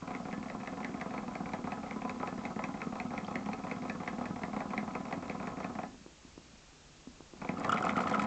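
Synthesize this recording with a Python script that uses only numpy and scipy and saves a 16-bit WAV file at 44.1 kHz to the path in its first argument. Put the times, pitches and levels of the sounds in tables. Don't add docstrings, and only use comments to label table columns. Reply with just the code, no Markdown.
import sys
import numpy as np
from scipy import signal
from scipy.fft import rfft, irfft, next_fast_len
from scipy.io import wavfile

SR = 44100
rng = np.random.default_rng(int(sys.argv[2]) if len(sys.argv) > 2 else 0)


def boost(x):
    u = np.asarray(x, float) / 20
    return 10 ** u


def wav_out(sig):
    wavfile.write(sys.argv[1], SR, np.round(np.clip(np.atleast_2d(sig).T, -1, 1) * 32767).astype(np.int16))


N = 364266

# start in seconds, main
# click in dB, main thud in dB, side knock in dB.
TURNS = [(0.1496, -2, -4.5, -0.5), (0.3278, -1.5, -3.5, -4), (0.4995, -2.5, -7, -9), (0.674, -1.5, -6, -5),
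         (0.846, 3, -5.5, -0.5), (1.0126, 1, -0.5, -15), (1.1784, -4, -3.5, 1.5), (1.3535, -3.5, 1, -10),
         (1.5344, -0.5, 3.5, -5.5), (1.72, -1.5, 0.5, 3.5), (1.9099, -3.5, -2, -3), (2.095, 1.5, 0.5, 5),
         (2.2743, -1, -1.5, 2.5), (2.4525, -1.5, -1.5, -12.5), (2.6393, 2.5, 1, 0.5), (2.817, 1.5, -2, -4),
         (3, 2, -0.5, 0.5), (3.1779, 1.5, 0, 0), (3.3561, 3, 1.5, 1), (3.532, -2.5, -1, 1.5),
         (3.7131, -1.5, 1, -0.5), (3.897, 4, 1, 0.5), (4.077, 2.5, 2.5, -5), (4.2555, -1.5, 0, -1),
         (4.4345, 0.5, 1, -9), (4.605, -3.5, 2.5, 1.5), (4.778, 3.5, 2.5, 0), (4.9514, 0, 1, -9),
         (5.1261, 0.5, 2.5, -8), (5.297, -0.5, 3, -6),
         (5.4715, -2, 1, -2.5),
    (5.644, -0.5, 3, 2),
    (5.8332, -5.5, 1.5, 0.5),
    (7.49, 0, 5, 2.5),
    (7.645, 1, 4, -1),
    (7.772, -2, -6, 5),
    (7.893, 4.5, -4.5, 5.5),
    (8.02, -7.5, -5.5, 0),
    (8.1458, 1.5, 0.5, 6.5),
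    (8.27, 0, 0, -2),
]
# lead on the main knock in turns, click on brass in dB, click on plate in dB,
# thump on bench in dB, thump on plate in dB.
CONTACTS = [
    (.73, -56, -45, -28, -37),
    (.425, -39, -36, -29.5, -36),
    (.25, -39.5, -28, -31, -38),
    (.092, -44.5, -44, -43.5, -54),
    (0.0049, -28, -32.5, -29.5, -31),
]
# start in seconds, click in dB, base plate in dB.
STRAYS = [
    (7.6924, -38.5, -25.5),
    (7.8504, -34, -26),
    (7.9643, -31, -25),
    (8.0032, -32.5, -23),
    (8.073, -28.5, -53),
    (8.1937, -27, -44),
    (8.2147, -36, -31),
]
# time in seconds, level in dB.
DRIVE = [
    [(0, -1), (2.5, 0), (4.6, -0.5), (5.64, .5), (5.86, -4.5), (6.05, -25.5)],
    [(7.3, -21), (7.41, 0), (7.49, -5.5), (7.57, -0.5), (7.65, 5.5), (7.84, 5), (8.26, 5.5)],
]


def crank():
    main_s, click_db, thud_db, side_db = np.transpose(TURNS)
    turn_s = np.diff(main_s, prepend=-1)
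    turn_s[turn_s > .5] = .177
    lead, usual_db = np.array(CONTACTS)[:, 0], np.array(CONTACTS)[:, 1:]
    scatter_s, scatter_db = .0012, 2.0
    bench_share = 0.88
    knock_follows = 0.5

    luck = rng.standard_normal((len(main_s), len(lead), 5))
    luck[:, -1, :2] = 0
    times = main_s[:, None] - turn_s[:, None] * lead + scatter_s * luck[..., 0]
    drive_db = np.interp(times, *np.transpose(DRIVE[0] + DRIVE[1])).clip(0)
    db = usual_db + scatter_db * luck[..., 1:]
    db[:, :2] += knock_follows * drive_db[:, :2, None]
    db[:, 2] += side_db[:, None] * [bench_share, 1, bench_share, 1]
    db[:, -1] += np.transpose([click_db, thud_db, bench_share * thud_db, thud_db])

    rows = np.column_stack([times.ravel(), db.reshape(-1, 4)])
    s = rows[:, 0]
    rows = rows[(s < 5.9) | (s > 7.39) & (s < N / SR - .01)]
    return np.vstack([rows[:, :3], STRAYS]), rows[:, [0, 3, 4]]


# pitch in Hz, level in dB, t60 in seconds.
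BENCH = [(109.4, -11.5, 0.11), (162, -31, 0.021), (188.6, -6, 0.095), (207, -1, 0.12), (239, -4, 0.15),
         (271.3, -5.5, 0.097), (356, -10, 0.052)]
# pitch in Hz, level in dB, t60 in seconds.
PLATE = [(437, -5.5, 0.032), (509, -6.5, 0.047), (561, -8, 0.042), (659, -0.5, 0.025), (747.3, 3.5, 0.022),
         (846, 2, 0.017), (1010.5, -3.5, 0.078), (1008, -1.5, 0.059), (1108, 2.5, 0.011),
         (1280, -11, 0.077), (1370, -6.5, 0.016)]
# pitch in Hz, level in dB, t60 in seconds.
BRASS = [(1626, -11, 0.11), (1738, -10.5, 0.1), (1900, -4.5, 0.017), (1942, -10.5, 0.089),
         (2074, 7.5, 0.0096), (2336, 4.5, 0.013), (2550, -2, 0.022)]
# pitch in Hz, level in dB, t60 in seconds.
TICK = [(3480, 4, 0.0086), (3884, 4.5, 0.013), (4310, 1.5, 0.016), (4600, -7.5, 0.035)]
# pitch in Hz, level in dB, t60 in seconds.
ROD = [(2990, -11.5, 0.029), (3270, -8, 0.022), (3560, -13, 0.051)]
# pitch in Hz, level in dB, t60 in seconds.
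SHEEN = [(4890, 1.5, 0.0089), (5650, -0.5, 0.012), (6220, -2.5, 0.013), (6540, 0, 0.0062),
         (7150, 2.5, 0.012), (8100, 5, 0.0077)]
# start in seconds, level near 3 kHz in dB, level of the top in dB.
CLATTER = [(7.5974, -66, -51.5), (7.645, -48, -57), (7.693, -30.5, -48), (7.7208, -25, -41.5),
           (7.76, -39, -57.5), (7.8235, -39, -48), (7.8494, -46, -46.5), (7.8905, -29, -54.5),
           (7.9022, -40, -51), (7.9708, -47, -48), (8.0057, -37, -53), (8.0294, -45, -55), (8.07, -33, -60),
           (8.0983, -52, -47.5), (8.1276, -32, -54), (8.1444, -39, -49.5), (8.153, -46, -54),
           (8.1935, -36, -50), (8.221, -41, -48)]
LOWS_LATE_S = 0.00411


def knocks(clicks, thumps):
    late_thumps = thumps + [LOWS_LATE_S, 0, 0]
    brass = struck(BRASS, clicks, column=1, bounce_ms=0.913, spread_db=1.5, trim_db=-8.5)
    plate = struck(PLATE, clicks, column=2, bounce_ms=4.695, spread_db=2.1, trim_db=-7.5)
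    plate += struck(PLATE[:5], thumps, column=2, bounce_ms=3.1, spread_db=2.0, trim_db=-9.5)
    tick = struck(TICK + SHEEN[:4], clicks, column=1, bounce_ms=1.1, spread_db=3.0, trim_db=-26.0)
    bench = struck(BENCH, late_thumps, column=1, bounce_ms=0.5, spread_db=1.5, trim_db=-12.5, signs=(1,))
    rods = struck(ROD, CLATTER, column=1, bounce_ms=1.99, spread_db=0.0, trim_db=-4.0)
    rods += struck(SHEEN, CLATTER, column=2, bounce_ms=2.6, spread_db=2.5, trim_db=-0.5)
    brass = band(brass, 1647, 2900, order=3)
    plate = band(plate, 425, 1400, order=2)
    tick = band(tick, 3100, 9700, order=1)
    return brass + plate + tick + bench + rods


def struck(modes, rows, column, bounce_ms, spread_db, trim_db, signs=(1, -1)):
    rows, out = np.array(rows), np.zeros(N)
    luck = rng.standard_normal((len(rows), len(modes) + 1))
    strengths = boost(rows[:, [column]] + trim_db + spread_db * luck[:, :-1])
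    sounds = strengths @ rings(modes, signs)
    gaps = bounce_ms / 1000 * np.exp(.3 * luck[:, -1])
    for s, gap, sound in zip(rows[:, 0], gaps, sounds):
        add(out, int(s * SR), sound)
        add(out, int((s + gap) * SR), .5 * sound)
    return out + 1e-18


# start in seconds, level in dB, pitch in Hz.
SQUEALS = [(7.5703, -32, 1260), (7.6136, -36, 1220), (7.6925, -18.5, 1300), (7.7, -23, 1280),
           (7.7222, -20.5, 1120), (7.7268, -15, 1320), (7.7596, -27.5, 1330), (7.7802, -36, 1270),
           (7.8248, -25, 1370), (7.837, -26.5, 1220), (7.8657, -24.5, 1300), (7.8903, -23.5, 1310),
           (7.9566, -25, 1370), (7.977, -20, 1303), (8.003, -28, 1370), (8.0352, -28, 1230),
           (8.0692, -23.5, 1280), (8.139, -20.5, 1343), (8.1516, -23.5, 1240), (8.1946, -23, 1320)]


def squeals():
    out, t = np.zeros(N + 600), np.arange(600) / SR
    swell = np.sqrt(np.abs(np.sin(np.pi * np.clip(t / 0.0065, 0, 1))))
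    for (s, db, hz), phase in zip(SQUEALS, rng.uniform(0, 2 * np.pi, len(SQUEALS))):
        tone = np.sin(2 * np.pi * hz * t + phase)
        tone += boost(-21.0) * np.sin(2 * np.pi * 2.21 * hz * t)
        start = int(s * SR)
        out[start:start + len(t)] += boost(db - 2.5) * swell * tone
    return band(out[:N] + 1e-18, 900, 4000, order=2)


def loose_parts(clicks, thumps):
    by_thumps = shaken(thumps, column=2, settle_ms=16, calm=.55)
    by_clicks = shaken(clicks, column=1, settle_ms=14, calm=1.0)
    loose = rattle(BENCH, body=0, stirred=np.ones(N), per_s=300, spread_db=2.5, trim_db=-5)
    loose += rattle(PLATE, body=1, stirred=by_thumps, per_s=900, spread_db=3.0, trim_db=3.0)
    loose += rattle(BRASS + ROD[:2], body=2, stirred=by_clicks, per_s=600, spread_db=5.5, trim_db=-3.5)
    loose += rattle(TICK + SHEEN, body=2, stirred=by_clicks, per_s=1300, spread_db=5.0, trim_db=-13.0)
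    return loose


def shaken(rows, column, settle_ms, calm):
    rows, jolts = np.array(rows), np.zeros(N)
    jolts[(rows[:, 0] * SR).astype(int)] = boost(.5 * rows[:, column])
    decay = np.exp(-1000 / (settle_ms * SR))
    stir = signal.lfilter([1], [1, -decay], jolts + 1e-9)
    return calm + stir / np.mean(stir)


def rattle(modes, body, stirred, per_s, spread_db, trim_db):
    sizes = boost(spread_db * np.minimum(rng.exponential(1, N), 4)) * rng.choice([-1, 1], N)
    force = sizes * (rng.random(N) < per_s / SR) * stirred
    sound = signal.oaconvolve(force, rings(modes, (1, -1)).sum(axis=0))[:N]
    return rms_one(sound) * running(body) * boost(trim_db)


LOOSE_DB = [-40.5, -50, -56]


def running(body):
    t = np.arange(N) / SR
    drive = sum(boost(np.interp(t, *np.transpose(run), -100, -100)) for run in DRIVE)
    return drive * boost(LOOSE_DB[body])


# start in seconds, level in dB, pitch in Hz, ring t60 in seconds.
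PINGS = [
    (3.247, -42.5, 3200, 0.017),
    (3.2673, -45, 4600, 0.011),
    (3.2874, -51, 3370, 0.015),
]


def pings():
    return boost(1.5) * single_rings(PINGS)


# start in seconds, push in dB, pitch in Hz, ring t60 in seconds, tap in dB.
NUDGES = [
    (5.939, -47, 246, 0.021, -55),
    (6.008, -50, 200, 0.03, -67),
    (6.058, -42.5, 322, 0.017, -53),
    (6.245, -46.5, 262, 0.026, -57),
    (6.373, -42, 313, 0.018, -50),
    (6.53, -54, 207, 0.056, -73),
    (7.068, -43, 252, 0.056, -55),
    (7.201, -44, 312, 0.015, -49.5),
    (7.331, -42, 312, 0.022, -51),
]


def nudges():
    push = single_rings([(s + LOWS_LATE_S, db + 7.5, hz, t60) for s, db, hz, t60, tap_db in NUDGES])
    tap = single_rings([(s + 0.00499, tap_db + 11.0, 900.0, .006) for s, db, hz, t60, tap_db in NUDGES])
    return push + tap


def single_rings(rows):
    out = np.zeros(N)
    for s, db, hz, t60 in rows:
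        add(out, int(s * SR), rings([(hz, db, t60)], (1,))[0])
    return out


def room(x):
    t60_s, dull_hz = 0.34, 3000
    size = next_fast_len(N + SR // 2)
    w = 2 * np.pi * np.arange(size // 2 + 1) / size
    dull = 1 / (1 + 1j * w * SR / (2 * np.pi * dull_hz))
    response = 0
    for k, lag_s in enumerate(rng.uniform(.008, .03, 6)):
        loop = boost(-60 * lag_s / t60_s) * dull * np.exp(-1j * w * lag_s * SR)
        response = response + (-1) ** k * loop / (1 - loop)
    return irfft(rfft(x, size) * response, size)[:N]


def shake():
    low = band(rng.standard_normal(N), 72, 134, order=2)
    return boost(-60.5) * rms_one(low) * rms_one(running(body=0))


# frequency in Hz, density in dB per Hz.
HISS = [(12, -29.5), (20, -5.5), (65, -2.5), (119, -14), (156, -5.5), (173, -10), (859, -18), (1650, -20.5),
        (2170, -22), (2720, -19.5), (2930, -22), (5360, -22.5), (8000, -22.5), (10400, -52), (17600, -120)]


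def hiss():
    hz, db = np.transpose(HISS)
    grid = np.clip(np.arange(N // 2 + 1) * SR / N, 1, 7400)
    colour = boost(np.interp(np.log(grid), np.log(hz), db))
    return boost(-55) * rms_one(irfft(rfft(rng.standard_normal(N)) * colour, N))


def rings(modes, signs):
    t = np.arange(6000) / SR
    out = []
    for k, (hz, db, t60) in enumerate(modes):
        out.append(signs[k % len(signs)] * boost(db - 60 * t / t60) * np.sin(2 * np.pi * hz * t))
    return np.array(out)


def add(out, sample, sound):
    out[sample:sample + len(sound)] += sound[:max(N - sample, 0)]


def band(x, low_hz, high_hz, order):
    return signal.sosfilt(signal.butter(order, [low_hz, high_hz], "band", fs=SR, output="sos"), x)


def rms_one(x):
    return x / np.sqrt(np.mean(x ** 2) + 1e-20)


def scene():
    clicks, thumps = crank()
    engine = knocks(clicks, thumps) + squeals() + loose_parts(clicks, thumps) + pings() + nudges()
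    engine = signal.sosfilt(signal.butter(3, 135, "high", fs=SR, output="sos"), engine)
    return (engine + boost(-17) * room(engine) + shake() + hiss())[None]


def band_limit(x):
    return signal.sosfilt(signal.butter(12, 8870, fs=SR, output="sos"), x)


def record(dry):
    top_cut = signal.butter(14, 7624, fs=SR, output="sos")
    mix = signal.sosfilt(top_cut, np.clip(dry, -1, 1))
    return band_limit(mix)


dry = scene()
out = record(dry)
wav_out(out)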